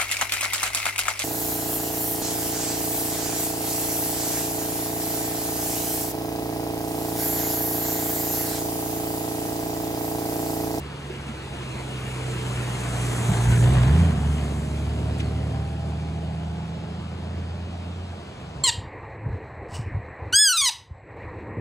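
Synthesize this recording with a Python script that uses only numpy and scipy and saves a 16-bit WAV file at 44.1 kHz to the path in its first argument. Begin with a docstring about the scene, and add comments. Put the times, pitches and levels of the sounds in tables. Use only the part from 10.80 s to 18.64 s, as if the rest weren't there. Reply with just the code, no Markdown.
"""A six-cylinder motorcycle coasts up over a bridge towards two close-set microphones, in the wash of a wooded valley.
Tones locked to a count of firings give drone and gear whine; shaped noise gives rumble, roar and hiss.
Damped modes knock and bright swells rasp from the road; the throttle is blipped twice at closest approach, 2 m off.
Then it pulls away round a bend, three gliding whines rising under it, and the throttle is shut off in the distance."""
import sys
import numpy as np
from scipy import signal
from scipy.fft import rfft, irfft, next_fast_len
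from scipy.io import wavfile
from scipy.ndimage import uniform_filter1d

SR = 44100
rng = np.random.default_rng(int(sys.argv[2]) if len(sys.argv) > 2 else 0)


def inscribe(sig):
    """Save sig as 16-bit PCM at rate SR to the path in sys.argv[1].

    A 1-D sig is mono; a 2-D sig holds one channel per row.
    Samples are clipped to [-1, 1] before scaling.
    """
    pcm = np.round(np.clip(np.atleast_2d(sig).T, -1, 1) * 32767)
    wavfile.write(sys.argv[1], SR, pcm.astype(np.int16))


N = 345567
T = np.arange(N) / SR  # s

# engine speed and its two strongest tones:
# t/s, firing rate f/Hz, rms level/dB of the tone at that rate, rms level/dB of the tone at twice the rate
ENGINE_RUN = [(0.0, 71.75, -41.5, -41.5), (0.85, 65.5, -43, -39), (1.44, 63.1, -41.5, -31),
              (2.31, 59.82, -34, -28.5), (2.46, 58.83, -48, -24.5), (2.51, 58.5, -29, -20),
              (2.535, 58.3, -32, -30), (2.58, 57.4, -32, -22), (2.65, 58.9, -31, -21.5),
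              (2.69, 59.3, -20, -18), (2.725, 58.1, -30, -15.5), (2.775, 59.7, -30, -20),
              (2.82, 58.7, -28, -15.5), (2.93, 65.4, -21, -19), (3.02, 60.14, -25, -17),
              (3.06, 64.4, -26, -20), (3.1, 70, -20, -16), (3.14, 75.4, -16.5, -26.5),
              (3.18, 81.7, -17.5, -17.5), (3.22, 85.1, -16.5, -22), (3.28, 82.66, -21.5, -24.5),
              (3.36, 69.7, -30.5, -29), (3.5, 73.7, -21.5, -27), (3.71, 71.5, -30.5, -32),
              (4.08, 73.44, -28.5, -35), (5.08, 78.1, -31.5, -34.5), (5.54, 80.96, -33, -32.5),
              (6.04, 82.05, -39.5, -36), (6.55, 84.5, -32.5, -44), (6.85, 85.6, -33.5, -41),
              (7.31, 87.8, -34.5, -46.5), (7.46, 82.3, -49.5, -55), (7.58, 77.5, -43.5, -53),
              (7.84, 67.9, -44, -36.5)]
# tyre hiss spectrum: f/Hz, relative level/dB
HISS_COLOUR = [(2500, -21), (4000, -12), (5300, -8.5), (6300, -1), (8000, -1), (10500, -5.5), (13000, -7),
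               (15000, -28)]
# how the sound differs between left and right: f/Hz, likeness of noise (0-1), phase/rad by which left leads, #
# left minus right level/dB; from about 5.8 to 7.6 kHz the noise is nearly the same in both channels
MICROPHONES = [(60, 1, 0, 0), (200, .995, .15, -2), (340, .93, .35, -4.2), (520, .68, .9, -1.5),
               (860, .68, 1.1, 3.2), (1100, .52, .9, 3), (1400, .55, .5, 3), (2000, .8, .2, 1.5),
               (2400, .55, 1.6, .3), (2750, .78, 2.7, .3), (3100, .62, 3.1, .5), (3700, .15, 4.3, .6),
               (4200, .58, 5.7, .5), (4800, .52, 5.2, .5), (5350, .55, 3.7, .5), (5800, .88, 6.6, .4),
               (6500, .995, 6.28, .3), (7600, .99, 6.2, .3), (8000, .88, 6.0, .3), (9000, .72, 5.4, .4),
               (10400, .65, 5.1, .4), (11700, .68, 4.1, 0), (12600, .95, 3.2, 0)]


def amp(db):
    """Gain from dB."""
    return 10 ** (np.asarray(db) / 20)


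def evened(x):
    """Scales to rms 1."""
    return x / np.sqrt(np.mean(x ** 2) + 1e-20)


def curves(rows):
    """Every column of a time table, at each sample."""
    s, *columns = np.transpose(rows)
    return [np.interp(T, s, column) for column in columns]


def read(points, hz, axis=1):
    """One column of a frequency table, interpolated along log frequency."""
    points = np.asarray(points)
    return np.interp(np.log(hz + 1), np.log(points[:, 0] + 1), points[:, axis])


def waver(hz):
    """Random drift of rms 1: white noise low-passed at hz."""
    low_pass = signal.butter(2, hz, fs=SR, output="sos")
    return evened(signal.sosfilt(low_pass, rng.standard_normal(N)))


def swell(s, length):
    """A bell of peak 1 centred at s, down to 1/e half a length (s) to either side."""
    return np.exp(-((T - s) / length) ** 2 * 4)


def noise(colour, patchy_db, flicker_db):
    """Random short-time spectra at both microphones, with drifting patches and a flicker shared by all bands."""
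    frames, hz = N // 256 + 5, np.fft.rfftfreq(1024, 1 / SR)
    a, b, c, d, patches = rng.standard_normal((frames, 513, 5)).T
    patches = uniform_filter1d(patches, size=6, axis=0)  # across frequency
    patches = evened(uniform_filter1d(patches, size=14, axis=1))  # across time
    flicker = evened(uniform_filter1d(rng.standard_normal(frames), size=5))
    likeness = np.clip(read(MICROPHONES, hz), 0, 1)[:, None]
    left, other = a + 1j * b, c + 1j * d
    right = likeness * left + np.sqrt(1 - likeness ** 2) * other
    level_db = read(colour, hz)[:, None] + patchy_db * patches + flicker_db * flicker
    spectra = np.array([left, right]) * amp(level_db)
    return evened(signal.istft(spectra, nperseg=1024, noverlap=768)[1][:, :N])


def drone(db, turns):
    """A tone whose phase drifts slowly as the path to the listener changes."""
    return amp(db) * np.cos(2 * np.pi * (turns + .025 * waver(hz=0.68)))


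def passing(nearest_s, near_db, coming_db, leaving_db, share):
    """Level in dB of a layer that rolls past on a straight line, fading with distance and following the load."""
    # how hard the engine pulls: eases at the gear change, drives out of the bend, shuts off: t/s, level/dB
    load = [(2.6, -4), (2.75, 1.5), (3.27, 2), (3.36, 1.5), (3.55, -0.5), (3.8, 0.5), (4.5, 3.5), (5.0, 1),
            (6.0, 0), (6.55, 1.8), (7.3, -2.5), (7.44, -4.5), (7.8, -1.5)]
    speed_m_per_s, closest_m = 6.3, 2.17
    metres = np.hypot(closest_m, speed_m_per_s * (T - nearest_s))
    db_per_doubling = np.where(T < nearest_s, coming_db, leaving_db)
    fade_db = db_per_doubling * np.log2(metres / closest_m)
    return near_db - fade_db + share * curves(load)[0]


def valley():
    """The steady wash of the wooded valley: softly flickering noise, weakest in the treble."""
    # valley spectrum: f/Hz, relative level/dB
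    valley_colour = [(30, -23), (60, 6), (150, 2.5), (300, -5), (850, -9), (1300, -11), (2000, -20),
                     (2800, -15.5), (3700, -19.5), (5300, -26), (8000, -31), (10500, -44), (15000, -64)]
    return amp(-41.5) * noise(valley_colour, patchy_db=1.4, flicker_db=0.24)


def firings():
    """Count of firings so far: the summed firing rate, slightly unsteady."""
    rate_hz = curves(ENGINE_RUN)[0] * (1 + 0.00276 * waver(hz=9.8))
    return np.cumsum(rate_hz) / SR


def in_step(k):
    """Where, in turns, multiple k of the cycle starts when the cylinders fire in their fixed pattern."""
    # pipes differ in length and cylinders in strength: arrival late by this share of a firing gap, strength
    cylinders = [(.003, 1.05), (-.013, .95), (.001, 1.05), (-.026, .95), (-.004, 1.05), (.039, .95)]
    late, strength = np.transpose(cylinders)
    pulses = strength * np.exp(-2j * np.pi * k * (np.arange(6) + late) / 6)
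    silencer_lag = .4 * (k > 14)  # turns; the higher multiples leave the silencer late
    return np.angle(pulses.sum()) / (2 * np.pi) - silencer_lag


def exhaust(turns):
    """Tones at the firing rate and its double, plus multiples of the six-firing cycle from uneven cylinders."""
    # the second tone pulls against the first while coming, peaks with it once the pipes point back:
    # t/s, shift in turns
    second_shift = [(2.2, -.4), (2.8, .05), (3.1, .15), (3.22, .35), (3.35, .17), (3.9, .15), (4.3, 0),
                    (5.6, .05), (6.3, .2), (6.9, .05)]
    # multiple of the cycle, relative level/dB: coasting up, alongside, revving, just past, turning away, leaving, far
    uneven = [(7, -10, -12, -15, -16, -20, -16, -9), (8, -7, -10, -4.5, -8, -4, -1, -3),
              (9, -4, -3.5, -5, -2.5, 2, 5.5, -3.5), (10, -3, -5.5, -2, -9, -8, -1.5, -1),
              (11, -5, -14, -10, -18, -17, -18, -18), (13, -9, -14, -11, -15, -20, -20, -12),
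              (14, -5, -7, -2, -6.5, -4, -2.5, 0), (15, 1, -9, -9.5, -15, -13, -5.5, -4),
              (16, -4, -10, -11, -12, -18, -14, -13), (17, -1, -12, -15, -10, -16, -20, -14),
              (18, 4.5, -9, -14, -5.5, -9, -19, -22), (19, 1.5, -16, -12, -11, -17, -22, -25),
              (20, 0, -13, -12, -4.5, -5.5, -6.5, -13), (21, -5, -15, -16, -15, -13, -12, -24),
              (24, -5, -14, -17, -20, -22, -19, -22)]
    # moments at which those seven level columns hold: t/s
    stages = [2.4, 3.0, 3.2, 3.6, 4.15, 4.8, 5.9]
    # nearest t/s, level/dB there, dB lost per doubled distance coming, the same leaving, share of the load
    uneven_pass = (3, -27, 8, 4.5, 1.35)
    first_db, second_db = curves(ENGINE_RUN)[1:]
    first = drone(first_db + 1.0 * waver(hz=15.0), turns)
    second = drone(second_db + .6 * waver(hz=8), 2 * turns + curves(second_shift)[0])
    out = np.sqrt(2) * (first + second)  # peak from rms
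    uneven_db = passing(*uneven_pass)
    for k, *stage_db in uneven:  # load and direction change the balance
        db = uneven_db + np.interp(T, stages, stage_db) + 1.1 * waver(hz=3.0)
        out += drone(db, k / 6 * turns + in_step(k))
    return out


def gear_whines(turns):
    """Meshing teeth turning with the engine: thin tones that flutter and blur."""
    # multiple of the firing rate, rms blur in turns, then a list of t/s, peak level/dB
    whines = [(7.08, .04, [(0, -53), (.5, -49), (.9, -60), (1.4, -40), (2.1, -48), (2.4, -79)]),
              (29.45, .3, [(1.4, -70), (1.9, -54), (2.3, -64), (3.3, -62), (3.55, -54), (3.9, -57),
              (4.2, -72), (6.4, -72), (6.8, -61), (7.35, -62), (7.5, -75)])]
    out = np.zeros(N)
    for k, blur, rows in whines:
        out += drone(curves(rows)[0] + 1.8 * waver(hz=7), k * turns + blur * waver(hz=9))
    return out


def roar(db, turns):
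    """Tyre and engine-case noise turning from front to side to rear; side and rear puff with each firing."""
    # roar spectra heard from each direction: f/Hz, relative level/dB
    front_colour, side_colour = [(150, -49), (300, 2), (450, -2), (700, -3.5), (1300, -5.5), (2000, -9),
                                 (2800, -5.5), (3700, -13), (5300, -19.5), (7000, -39)], [(150, -33), (300, 1), (450, -4.5), (700, 2.5),
                                                     (950, -1), (1300, -5), (1700, -5), (2300, -10),
                                                     (2800, -8.5), (3800, -13.5), (5300, -24), (7000, -47)]
    rear_colour = [(150, -6), (300, -1), (450, -4.5), (700, 1), (900, -6.5), (1300, -14), (2000, -15),
                   (2800, -12), (3700, -18.5), (5300, -21.5), (7000, -92)]
    # moments at which front, side and rear face the microphones: t/s
    facing = [1.58, 2.68, 3.96]
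    # brief changes of level while alongside, mostly surges: t/s, gain level/dB, length/s
    surges = [(2.54, 3, .025), (2.58, 3, .02), (2.735, 3.5, .07), (2.8, -2, .04), (2.97, 3.5, .07),
              (3.04, 2, .02)]
    heard = []
    for share, colour in zip(np.eye(3), (front_colour, side_colour, rear_colour)):
        face = np.sqrt(np.interp(T, facing, share))  # equal-power crossfade
        heard.append(face * noise(colour, patchy_db=2.0, flicker_db=0.5))
    front, side, rear = heard
    puffs = evened(1 + 0.9 * np.exp(-(turns % 1) / 0.3))
    surge_db = sum(gain_db * swell(s, length) for s, gain_db, length in surges)
    return amp(db + surge_db) * (front + (side + rear) * puffs)


def rumble():
    """Low noise that swells and fades with the passing distance and the load."""
    # rumble spectrum: f/Hz, relative level/dB
    rumble_colour = [(25, -30), (40, -37), (60, 1.5), (120, 2.5), (200, -3), (300, -4), (450, -1.5),
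                     (700, -62)]
    # nearest t/s, level/dB there, dB lost per doubled distance coming, the same leaving, share of the load
    rumble_pass = (2.5, -30, 3, 4.5, 1.1)
    return amp(passing(*rumble_pass)) * noise(rumble_colour, patchy_db=0.7, flicker_db=-0.5)


def hiss(db):
    """Treble noise of the tyres, at a level that follows db."""
    return amp(db) * noise(HISS_COLOUR, patchy_db=1.4, flicker_db=0.8)


def knocks():
    """Wheels over joints in the road: each blow rings one low, well damped mode."""
    # t/s, level/dB before onset and decay, pitch f/Hz, time/s to fall 60 dB
    joints = [(0.2992, -16.5, 377, 0.043), (.49, -20, 221, 0.089), (2.492, -8.5, 174, 0.058),
              (2.506, -6.5, 165, 0.067), (2.706, -15, 85, 0.13)]
    out = np.zeros(N)
    for s, db, hz, t60 in joints:
        t = np.maximum(T - s, 0)
        onset = 1 - np.exp(-t / 0.005)
        out += amp(db - 60 * t / t60) * onset * np.sin(2 * np.pi * hz * t)
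    return out


def rasps():
    """Brief swells of bright noise, as of grit under the tyres, each led by a thinner fizz."""
    # t/s, body level/dB, length/s, level/dB of the leading fizz
    grit = [(.302, -48, .012, -64), (.488, -45, .022, -59), (.828, -45, .03, -66), (2.615, -42, .012, -57),
            (2.718, -35, .008, -50), (2.76, -39, .012, -54), (2.843, -36, .012, -52),
            (3.035, -36, .012, -54), (3.078, -38, .01, -56), (3.195, -42, .015, -57),
            (3.585, -48, .04, -55), (4.405, -36.5, .022, -50.5)]
    # rasp spectrum: f/Hz, relative level/dB
    rasp_colour = [(100, -50), (900, -14), (1800, -2), (2600, 2), (3500, -1), (4500, -9), (7000, -13),
                   (12000, -24), (15000, -25)]
    body = sum(amp(db) * swell(s, length) for s, db, length, _ in grit)
    # the fizz comes 0.7 of the length early
    fizz = sum(amp(db) * swell(s - .7 * length, length) for s, _, length, db in grit)
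    rasp = body * noise(rasp_colour, patchy_db=1, flicker_db=0)
    return rasp + fizz * noise(HISS_COLOUR, patchy_db=1, flicker_db=0)


def wheel_whines():
    """Three tones at fixed steps that glide up together as it pulls away, flutter and blur."""
    # t/s, middle f/Hz, peak level/dB of the low, middle and upper tone
    glide = [(3.55, 596, -60, -74, -80), (3.7, 606, -43, -60, -74), (3.85, 624, -43, -46, -66),
             (4.3, 637, -47, -46, -56), (4.6, 645, -62, -46, -46), (4.9, 660, -80, -46, -43.5),
             (5.3, 680, -80, -47, -47), (5.7, 698, -80, -48, -50), (6.1, 712, -80, -53, -52),
             (6.3, 718, -80, -63, -62), (6.6, 724, -80, -80, -78)]
    hz, *levels_db = curves(glide)
    turns = np.cumsum(hz) / SR
    out = np.zeros(N)
    for k, db in zip((.5, 1, 1.206), levels_db):  # multiples of the middle whine
        out += drone(db + 1.6 * waver(hz=8), k * turns + .06 * waver(hz=12))
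    return out


def scene():
    """The valley, and the motorcycle rolling up, past and away."""
    # roar and hiss rise with the approach and die away: t/s, roar level/dB, hiss level/dB
    noise_levels = [(0.0, -42.5, -57.5), (0.4, -40.5, -55.5), (1.25, -38, -48.5), (1.98, -34.5, -43),
                    (2.4, -33, -38), (2.85, -32.5, -40.5), (3.02, -32, -45), (3.16, -32.5, -46),
                    (3.26, -33, -46.5), (3.36, -36, -50.5), (3.5, -37.5, -48.5), (3.62, -36, -50),
                    (3.78, -39.5, -49.5), (4.15, -38.5, -54.5), (4.5, -38.5, -57), (5.0, -43, -60),
                    (6.0, -44, -65), (6.55, -44, -65.5), (7.3, -44.5, -66), (7.84, -48, -67)]
    roar_db, hiss_db = curves(noise_levels)
    turns = firings()
    motorcycle = exhaust(turns) + gear_whines(turns) + wheel_whines()
    road = roar(roar_db, turns) + rumble() + hiss(hiss_db) + knocks() + rasps()
    return valley() + motorcycle + road


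def record(dry):
    """Microphones shift and tilt each band against each other; their sum ends lower than their difference."""
    size = next_fast_len(N + 4096)
    hz = np.fft.rfftfreq(size, 1 / SR)
    # half of each difference goes to either side
    lead = np.exp(.5j * read(MICROPHONES, hz, axis=2)) * amp(read(MICROPHONES, hz, axis=3) / 2)
    bass = 1 / np.sqrt(1 + (48 / (hz + 1)) ** 6)  # small microphones lose the deep bass, below about 48 Hz
    left, right = irfft(rfft(dry, size) * bass * np.array([lead, 1 / lead]), size)[:, :N]

    def low_passed(x, edge_hz):
        """Cuts the treble above edge_hz with a steep symmetric filter."""
        return signal.oaconvolve(x, signal.firwin(511, edge_hz, window=("kaiser", 9), fs=SR), "same")

    total = low_passed((left + right) / 2, edge_hz=12600)
    apart = low_passed((left - right) / 2, edge_hz=15700)
    return np.array([total + apart, total - apart])


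dry = scene()
out = record(dry)
inscribe(out)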